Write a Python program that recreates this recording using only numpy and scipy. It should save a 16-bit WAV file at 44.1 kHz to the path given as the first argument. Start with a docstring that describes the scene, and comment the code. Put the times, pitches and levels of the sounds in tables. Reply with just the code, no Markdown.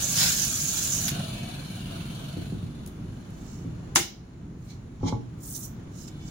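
"""A glass cutter scores a sheet: its wheel chips a gritty line and clicks off the far edge.
Tools thud on the wooden bench, making it ring. The strip snaps off with a sharp crack as the glass
parts in quick jumps. It is set down with a double thud, and glass hisses as it slides over the bench.
Outside the small workshop an engine putters, a puff and a clatter for each firing.
It fades, leaving the low rumble of the street."""
import sys
import numpy as np
from scipy import signal
from scipy.fft import rfft, irfft, next_fast_len
from scipy.io import wavfile
from scipy.ndimage import uniform_filter1d

SR = 44100
rng = np.random.default_rng(int(sys.argv[2]) if len(sys.argv) > 2 else 0)


def bounce(signal):
    """Save signal as a 16-bit WAV file at the path given by the first command-line argument."""
    frames = np.transpose(np.atleast_2d(signal))
    limited = np.clip(frames, -1, 1)
    pcm = np.round(limited * 32767).astype(np.int16)
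    wavfile.write(sys.argv[1], SR, pcm)


N = 277830

# Levels are relative. A "tone" says how strong each pitch is; t60 is the time to fade by 60 dB.
# the hand's pressure on the cutter: t/s, level/dB
HAND_PRESSURE = [(0, 2), (0.065, -3.5), (0.145, 4), (0.215, 16.5), (0.32, 6.5), (0.43, 3.5), (0.61, -1.5),
                 (0.79, 3.5), (0.93, -2.5), (1.075, -2.5)]
# tiny chips breaking out of the glass: f/Hz, level/dB
CHIP_TONE = [(2500, -16.5), (4500, -8), (7000, 5.5), (8300, -4.5), (10500, -2), (12000, -6.5),
             (15500, -2.5)]
# the sheet shaken by chips or a knock: f/Hz, level/dB
RASP_TONE = [(200, -32), (500, -10), (1000, -10), (1600, 0), (2000, -6.5), (2500, -2), (4300, 3.5),
             (5500, 3.5), (8000, -4.5), (12000, -22.5)]
# the ringing cutter head: f/Hz, level/dB
HEAD_TONE = [(4500, -42.5), (5700, -9.5), (6250, 0), (6950, 0), (7500, -11), (9000, -22)]
# how fast the engine fires: t/s, rate/Hz
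FIRING_RATE = [(1.15, 23.5), (1.502, 18), (1.864, 19.7), (2.5, 24)]
# how loud the engine is: t/s, level/dB
ENGINE_LEVEL = [(0, -37), (.8, -42.5), (1.15, -32.5), (1.45, -37), (2.0, -37.5), (2.45, -40), (2.72, -47.5),
                (3.8, -50.5), (4.3, -53), (5.8, -52), (6.3, -48)]
# the exhaust puffs: f/Hz, level/dB
EXHAUST_TONE = [(30, -55), (60, -33), (95, -2), (135, 2), (185, 1), (240, -9), (310, -14.5), (430, -32),
                (700, -41.5), (1200, -67)]
# the engine's clatter: f/Hz, level/dB
CLATTER_TONE = [(260, -15.5), (450, -9), (681, 6), (838, -7.5), (1580, -2), (1920, -12), (2950, -0.5),
                (3320, -5.5), (4270, -1.5), (4960, -13), (6860, -10), (7960, -17.5), (10200, -9.5),
                (11900, -20), (15500, -19)]
# thin metallic notes in the clatter: f/Hz, level/dB
WHINE_NOTES = [(2265, -15.5), (3040, -13.5), (3500, -12.5)]
# moments when those notes swell: t/s, rise/s, fall/s, level/dB
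WHINE_PEAKS = [(1.42, 0.074, .2, -45.5), (6.22, .11, 0.2, -49)]
# the street's rumble: f/Hz, level/dB
RUMBLE_TONE = [(22, -18), (36, -4.5), (52, -0.5), (70, -2.5), (100, 1.5), (135, 1.5), (200, -2.5),
               (290, -7.5), (370, -12.5), (600, -37.5), (1200, -81.5)]
# the faint background hiss: f/Hz, level/dB
HISS_TONE = [(250, 8), (500, 2.5), (1400, -5), (2200, -11), (3300, -18.5), (5000, -20), (7000, -14.5),
             (8200, -32.5), (10500, -31.5), (11800, -50), (15500, -31.5)]
# blows on the bench: t/s, level/dB, contact/ms, glass ring/dB
BLOWS = [(0.26, -15, 12, -41), (1.118, -24, 2, -43), (2.368, -17.5, 2.7, -37), (2.522, -15.5, 3.2, -33),
         (2.627, -8.5, 11, -50), (3.006, -23.5, 4.8, -47), (3.647, -20.5, 2.8, -37),
         (5.008, -12.5, 9.9, -29), (5.0304, -8.5, 1.5, -14.5), (5.124, -10, 1.15, -11.5)]
# notes the wooden bench rings with: f/Hz, level/dB, t60/s
BENCH_NOTES = [(61.26, -7.5, .28), (99.4, 0.5, .3), (122.6, 2.5, 0.41), (167, 0.5, 0.44), (207.7, -3.5, .3),
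               (263.5, -3, 0.16), (291.4, -1.5, .3), (347, -13, .23), (453, -11.5, 0.24),
               (586, -15.5, 0.14)]
# notes of the glass lying on it: f/Hz, level/dB, t60/s
SHEET_NOTES = [(765, -16, .15), (840, -2.5, 0.18), (885, -6.5, 0.117), (1010, -11, 0.2), (1120, -12.5, 0.2),
               (1310, -27, 0.11)]
# glass landing flat on the bench: f/Hz, level/dB
SLAP_TONE = [(300, -19.5), (600, -1.5), (850, 3), (1100, -10.5), (1350, -7.5), (1600, -30.5), (3000, -60.5),
             (8000, -77.5)]
# light touches on the glass: t/s, level/dB, dull knock/dB, t60/s
TOUCHES = [(1.074, -26.5, -16, 0.054), (1.081, -17.5, 2, 0.065), (1.09, -13, -3, 0.019),
           (2.862, -31, -30, 0.022), (2.874, -34, -20, 0.045), (3.305, -48.5, -13, 0.043),
           (6.081, -44, 6.5, 0.044)]
# a bright click on glass: f/Hz, level/dB
TICK_TONE = [(1500, -21.5), (3000, -11.5), (4500, -12.5), (6800, -2.5), (8300, -9), (10500, -1),
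             (12000, -7), (15500, -10.5)]
# pushes and catches of the sliding glass: t/s, rise/s, fall/s, rub/dB, fine hiss/dB
PUSHES = [(3.52, 0.22, .1, -57, -63), (4.7, 0.097, .05, -62, -60.5), (5.435, .025, 0.036, -53, -47),
          (5.555, 0.088, 0.077, -43.5, -33), (5.562, .015, 0.011, -41.5, -45.5),
          (5.64, .018, .028, -45.5, -41.5), (6.012, .065, .055, -48.5, -52),
          (6.078, .006, 0.0106, -49.5, -60), (6.276, 0.065, 0.057, -52.5, -60)]
# glass rubbing on the bench: f/Hz, level/dB
RUB_TONE = [(1200, -51), (2800, -11), (4300, 1), (6300, 10), (7300, 11), (8500, -9), (12000, -30)]
# the fine hiss of dust under it: f/Hz, level/dB
DUST_TONE = [(5500, -33.5), (8000, -1), (10500, -1), (12000, -6), (15500, 0.5)]
# the strip's edge drags as it is lowered and lands: t/s, rise/s, fall/s, level/dB
EDGE_DRAGS = [(4.705, 0.016, 0.026, -45), (5.083, 0.016, 0.015, -31.5)]
# that scraping edge: f/Hz, level/dB
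EDGE_TONE = [(940, -54), (1600, -12.5), (1840, -22), (2220, 0), (2700, -17), (3170, -4.5), (4320, -3),
             (4700, -9.5), (5510, -2), (6460, -2), (7940, -19), (15000, -36.5)]
# the glass cracking: f/Hz, level/dB
CRACK_TONE = [(1500, -30.5), (2600, -9), (3100, -4), (4400, -4), (5900, 1.5), (7100, 0), (8000, -8),
              (9700, -5.5), (11200, -20), (15500, -16)]
# the glass bending as it parts: f/Hz, level/dB
FLEX_TONE = [(80, -9), (200, -0.5), (340, -1), (500, -18), (650, -3.5), (800, -3), (1150, -1), (1700, 0),
             (2200, -2.5), (2600, -17.5), (5000, -21)]
# notes of the freed strip: f/Hz, level/dB, t60/s
STRIP_NOTES = [(791, 5, 0.26), (1150, -5, 0.081), (2125, -4.5, 0.39), (2260, -1.5, 0.36),
               (3960, -0.5, 0.36), (3994, 8, .28), (4170, -3.5, .28), (5720, -6.5, .21), (6230, -6.5, .25),
               (7413, -5.5, .25), (8287, -3, .2)]
# how long the workshop echoes: f/Hz, t60/s
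ECHO_TIMES = [(100, 0.51), (800, 0.21), (2200, 0.32), (5500, 0.38), (9000, 0.16), (15000, 0.3)]
# what the walls send back: f/Hz, level/dB
ECHO_TONE = [(100, -19), (300, 14.5), (1300, -2), (2300, 4), (5500, -1.5), (7200, 1), (9000, 4),
             (15000, 3.5)]


def amp(db):
    """Turns decibels into a gain."""
    return 10 ** (np.asarray(db) / 20)


def unit(x):
    """Scales x to an average power of 1."""
    return x / np.sqrt(np.mean(x ** 2) + 1e-20)


def along(points, hz):
    """Reads a table between its frequencies, on a log scale."""
    f, v = np.transpose(points)
    return np.interp(np.log(hz + 1), np.log(f + 1), v)


def curve(rows):
    """Joins (time, value) points into one value per sample."""
    return np.interp(np.arange(N) / SR, *np.transpose(rows))


def during(rows, fade):
    """1 from a table's first time to its last, fading outside."""
    t = np.arange(N) / SR
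    outside_s = np.maximum(0, np.maximum(rows[0][0] - t, t - rows[-1][0]))
    return np.exp(-outside_s / fade)


def decay(t, t60):
    """Falls 60 dB in t60 seconds."""
    return np.exp(-np.log(1000) * t / t60)


def swell(s, rise, fall, roundness):
    """A hump that peaks at time s; roundness 1 is pointed, 2 is a bell."""
    t = np.arange(N) / SR - s
    return np.exp(-np.minimum(np.maximum(-t / rise, t / fall), 20) ** roundness)


def wobble(rate):
    """A curve that wanders through rate random points a second."""
    points = rng.standard_normal(8192)
    return unit(np.interp(np.arange(N) * rate / SR, np.arange(len(points)), points))


def pan(db):
    """Left and right gains, db louder on the left."""
    return amp([[db / 2], [-db / 2]])


def filtered(x, response):
    """Scales each frequency in x by response(hz)."""
    n = x.shape[-1]
    m = next_fast_len(n + 8192, True)
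    return irfft(rfft(x, m) * response(np.fft.rfftfreq(m, 1 / SR)), m)[..., :n]


def coloured(x, tone):
    """Gives x a tone, at an average power of 1."""
    return unit(filtered(x, lambda hz: amp(along(tone, hz))))


def struck(x, tone, size=2048):
    """Gives a hit a tone, with no ringing before the hit."""
    cepstrum = irfft(np.log(amp(along(tone, np.fft.rfftfreq(size, 1 / SR)))))
    cepstrum[1:size // 2] *= 2  # moves all the ringing to after the hit
    cepstrum[size // 2 + 1:] = 0
    kernel = irfft(np.exp(rfft(cepstrum)))
    return signal.oaconvolve(x, kernel[None] / np.linalg.norm(kernel), axes=1)[:, :N]


def noise(alike):
    """Stereo white noise; alike is the share common to both sides."""
    white = rng.standard_normal((3, N))
    return np.sqrt(alike) * white[0] + np.sqrt(1 - alike) * white[1:]


def grains(rate, spread_db, alike):
    """Tiny breaks of uneven strength at random moments, about rate a second."""
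    happens = rng.random(N) < rate / SR
    sizes = happens * amp(spread_db * np.minimum(rng.exponential(size=N), 4))
    power = signal.lfilter([1], [1, -np.exp(-1 / (SR * 0.00043))], sizes ** 2)
    return unit(np.sqrt(power) * noise(alike))


def ring(notes, t):
    """An object's own notes die away, at slightly new strengths for every blow."""
    hz, db, t60 = np.transpose(notes)[:, :, None]
    gains = amp(db + 1.5 * rng.standard_normal(db.shape))
    waves = np.sin(2 * np.pi * (hz * t + rng.random(db.shape)))
    return np.sum(gains * decay(t, t60) * waves, 0) / np.linalg.norm(amp(db))


def add(track, s, sound):
    """Mixes a sound in at time s."""
    part = track[:, round(s * SR):][:, :sound.shape[-1]]
    part += sound[..., :part.shape[1]]


def pane(x, t60, direct_db, size):
    """A sheet's countless close notes ripple the sound, anew every size samples as the contact moves."""
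    t = np.arange(SR // 10) / SR
    window = np.sqrt(signal.windows.hann(2 * size, sym=False))
    padded = np.pad(x, ((0, 0), (size, 2 * size)))
    ringing = np.zeros_like(padded)
    for i in range(0, N + size, size):
        notes = rng.standard_normal((2, len(t))) * decay(t, t60)
        piece = padded[:, i:i + 2 * size] * window[:padded.shape[1] - i]
        add(ringing, i / SR, signal.fftconvolve(piece, notes / np.linalg.norm(notes[0]), axes=1))
    return (amp(direct_db) * x + ringing[:, size:size + N]) / np.hypot(1, amp(direct_db))


def cutter(judder_hz=13, settle_s=0.37):
    """The wheel chips the glass, shaking the sheet and the cutter head; pressing harder is louder."""
    pressure_db = curve(HAND_PRESSURE)
    t = np.arange(N) / SR
    start_db = 5.5 * np.exp(-(t / settle_s) ** 2)  # the head rings more at first
    to_edge_s = np.maximum(HAND_PRESSURE[-1][0] - t, 0)
    near_edge = np.exp(-(to_edge_s / settle_s) ** 2)  # here the wheel bites in surges
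    surge_db = (6.5 + 2 * np.cos(2 * np.pi * judder_hz * to_edge_s)) * near_edge
    head_db = -36 + 0.31 * pressure_db + start_db + surge_db + 0.99 * wobble(35)
    bite = amp(1.1 * wobble(170))
    chips = coloured(grains(rate=2400, spread_db=-3, alike=0.092), CHIP_TONE) * pan(0.5)
    rasp = coloured(grains(rate=1800, spread_db=-0.5, alike=0.15), RASP_TONE) * pan(-0.91)
    head = coloured(grains(rate=330, spread_db=-2, alike=0.12), HEAD_TONE) * pan(-10.5)
    waver = np.cumsum(130 * wobble(25)) / SR  # the head's pitch wavers with the grip
    head = (signal.hilbert(head, next_fast_len(N))[:, :N] * np.exp(2j * np.pi * waver)).real
    stroke = amp(-31 + 0.49 * pressure_db) * chips + amp(-37 + pressure_db) * rasp + amp(head_db) * head
    return pane(stroke * bite * during(HAND_PRESSURE, fade=0.019), t60=0.071, direct_db=-3.5, size=2048)


def clatter_gain(near_db=-37):
    """The clatter fades faster than the exhaust as the engine draws away."""
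    return amp(-43.5 + 1.34 * (curve(ENGINE_LEVEL) - near_db))


def engine():
    """Each firing is a low exhaust puff and a burst of clatter."""
    cycles = np.cumsum(curve(FIRING_RATE)) / SR
    firings = np.diff(np.floor(cycles), prepend=0) * amp(1.3 * rng.standard_normal(N))
    burst = np.exp(-(cycles % 1) / 0.33)
    thumps = unit(struck(firings[None], EXHAUST_TONE))
    puffs = amp(4.5) * coloured((1.3 + burst) * noise(alike=1), EXHAUST_TONE)
    rattle = coloured((1.4 + burst) * amp(0.61 * wobble(14)) * noise(alike=0.034), CLATTER_TONE)
    clatter = pane(rattle, t60=0.044, direct_db=-1.5, size=4096)
    return amp(curve(ENGINE_LEVEL)) * unit(thumps + puffs) + clatter_gain() * clatter


def whines(waver_hz=16):
    """Thin, wavering notes follow the clatter, and swell twice on their own."""
    t, out = np.arange(N) / SR, np.zeros((2, N))
    swells = sum(amp(db) * swell(s, rise, fall, roundness=1.6) for s, rise, fall, db in WHINE_PEAKS)
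    gain = clatter_gain() + swells
    waver = np.array([np.cumsum(waver_hz * wobble(60)) / SR for side in range(2)])
    for hz, db in WHINE_NOTES:
        out += gain * amp(db + 2.5 * wobble(5)) * np.sin(2 * np.pi * (hz * t + waver))
    return out


def street():
    """A restless low rumble under a faint, even hiss."""
    rumble = amp(-39.5 + 1.3 * wobble(8)) * coloured(noise(alike=1), RUMBLE_TONE)
    hiss = amp(-49.5 + 0.7 * wobble(5)) * coloured(noise(alike=0.03), HISS_TONE)
    return rumble * pan(-0.6) + hiss


def contacts(bounce_s=0.025, chatter_s=5.064, gap_s=0.014):
    """Every blow, its softer bounce, and the chatter of the settling strip, as rows like BLOWS."""
    bounces = [(s + bounce_s, db - 6, ms * 2.2, glass_db - 8) for s, db, ms, glass_db in BLOWS]
    chatter = [(chatter_s + k * gap_s, -25.5, 3.5, -1.5) for k in range(3)]
    return list(BLOWS) + bounces + chatter


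def thuds():
    """Blows ring the bench and the glass on it; a longer contact sounds duller."""
    out, slaps = np.zeros((2, 2, N))
    t = np.arange(SR // 2) / SR
    bend_hz = 102 + 640 * np.exp(-t / 0.0026)  # short bending waves arrive first
    bend = np.sin(2 * np.pi * np.cumsum(bend_hz) / SR) * decay(t, t60=0.066) * (1 - np.exp(-t / 0.0012))
    build_up = 1 - np.exp(-t / 0.001)
    for s, db, contact_ms, glass_db in contacts():
        progress = t * 1000 / contact_ms
        force = progress * np.exp(-2 * np.pi * progress)
        middle = ring(BENCH_NOTES, t)
        sides = amp(-24.5) * np.array([ring(BENCH_NOTES, t) for side in range(2)])
        bench = amp(-3) * bend + amp(-8.5) * (middle + sides) * build_up
        wood = signal.fftconvolve(bench, force[None] / force.sum(), axes=1)[:, :len(t)]
        glass = np.array([ring(SHEET_NOTES, t) for side in range(2)]) * build_up
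        add(out, s, amp(db) * (wood + amp(glass_db - 5) * glass))
        add(slaps, s, amp(db + glass_db - 6) * decay(t, t60=0.051) * rng.standard_normal((2, len(t))))
    return (out + struck(slaps, SLAP_TONE)) * pan(-1)


def ticks():
    """The wheel drops off the edge; cutter and glass touch down with small clicks."""
    bright, dull = np.zeros((2, 2, N))
    t = np.arange(SR // 10) / SR
    for s, db, knock_db, t60 in TOUCHES:
        burst = amp(db - 9) * decay(t, t60) * rng.standard_normal((2, len(t)))
        add(bright, s, burst)
        add(dull, s, amp(knock_db) * burst)
    return struck(bright, TICK_TONE) + struck(dull, RASP_TONE)


def slides():
    """Glass rubs over the dusty bench in swelling pushes, and its edge scrapes on landing."""
    rub_gain, dust_gain = np.zeros((2, N))
    for s, rise, fall, rub_db, dust_db in PUSHES:
        speed = swell(s, rise, fall, roundness=1.8)
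        rub_gain += amp(rub_db) * speed
        dust_gain += amp(dust_db) * speed
    drag = sum(amp(db) * swell(s, rise, fall, roundness=0.82) for s, rise, fall, db in EDGE_DRAGS)
    rub = rub_gain * coloured(grains(rate=9200, spread_db=7, alike=0.13), RUB_TONE) * pan(-8.5)
    dust = dust_gain * coloured(grains(rate=8000, spread_db=8, alike=0.13), DUST_TONE) * pan(-1.1)
    edge = drag * coloured(grains(rate=5600, spread_db=-1.5, alike=0.2), EDGE_TONE) * pan(-3.5)
    return pane(rub + dust + edge, t60=0.038, direct_db=-19, size=8192)


def snap(snap_s=3.9583, lead_s=0.0073, gap_s=0.0013, graze_s=4.008):
    """A sizzle runs along the score, the glass parts in ever slower, weaker jumps, the strip rings."""
    crack, flex, sizzle, strip = np.zeros((4, 2, N))
    t, s = np.arange(SR // 2) / SR, snap_s
    for k in range(5):
        crack_burst, flex_burst = decay(t, t60=0.008 * 1.8 ** k) * rng.standard_normal((2, 2, len(t)))
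        add(crack, s, amp(-7.5 - 3 * k) * pan(0.5) * crack_burst)
        add(flex, s + 0.00091, amp(-9 - 6.5 * k) * pan(2.9) * flex_burst)  # bending waves travel slower
        s += gap_s * 1.4 ** k
    # a faint, bright graze as the broken halves' edges touch, about 50 ms after the crack
    graze = decay(t, t60=0.16) * rng.standard_normal((2, len(t)))
    add(crack, graze_s, amp(-30) * pan(-6.5) * graze)
    ramp = (t / lead_s) * (t < lead_s)
    add(sizzle, snap_s - lead_s, amp(-20) * ramp * rng.standard_normal((2, len(t))))
    build_up = 1 - np.exp(-t / 0.0029)
    add(strip, snap_s, amp(-29.5) * build_up * np.array([ring(STRIP_NOTES, t) for side in range(2)]))
    return struck(crack, CRACK_TONE) + struck(flex, FLEX_TONE) + struck(sizzle, TICK_TONE) + strip


def room(x):
    """The walls give a short, blurred echo in which the bass lasts longest."""
    hz, t, bands = signal.stft(rng.standard_normal((2, SR // 2)), SR, nperseg=256)
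    fading = bands * decay(t, along(ECHO_TIMES, hz)[:, None]) * amp(along(ECHO_TONE, hz))[:, None]
    tail = signal.istft(fading, SR, nperseg=256)[1]
    tail *= 1 - np.exp(-np.arange(tail.shape[1]) / (SR * 0.002))
    return signal.oaconvolve(x, tail / np.linalg.norm(tail[0]), axes=1)[:, :N]


def gain_control(x, above_db=-17, max_cut_db=5, attack_s=0.045, recover_db_per_s=1.76):
    """A loud moment turns the volume down; it creeps back up."""
    power = uniform_filter1d(np.mean(x ** 2, 0), size=100)
    level_db = 10 * np.log10(np.abs(power) + 1e-12)
    excess_db = np.clip(level_db - above_db, 0, max_cut_db)
    recovered_db = recover_db_per_s * np.arange(N) / SR
    cut_db = np.maximum.accumulate(excess_db + recovered_db) - recovered_db
    smoothing = np.exp(-1 / (SR * attack_s))
    return x * amp(-signal.lfilter([1 - smoothing], [1, -smoothing], cut_db))


def scene():
    """The work on the bench, its echo, and the street outside."""
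    rubbing = cutter() + slides()
    clicks, crack, blows = ticks(), snap(), thuds()
    echo = room(amp(-8) * rubbing + amp(-6) * clicks + amp(0.5) * crack + amp(-8.5) * blows)
    return rubbing + clicks + crack + blows + echo + engine() + whines() + street()


def record(dry):
    """The volume dips after the crack, the tallest peaks round off, and the highest treble is cut."""
    held = gain_control(dry)
    rounded = held / (1 + np.abs(held / 0.95) ** 6) ** (1 / 6)
    return filtered(rounded, lambda hz: hz < 15800)


dry = scene()
out = record(dry)
bounce(out)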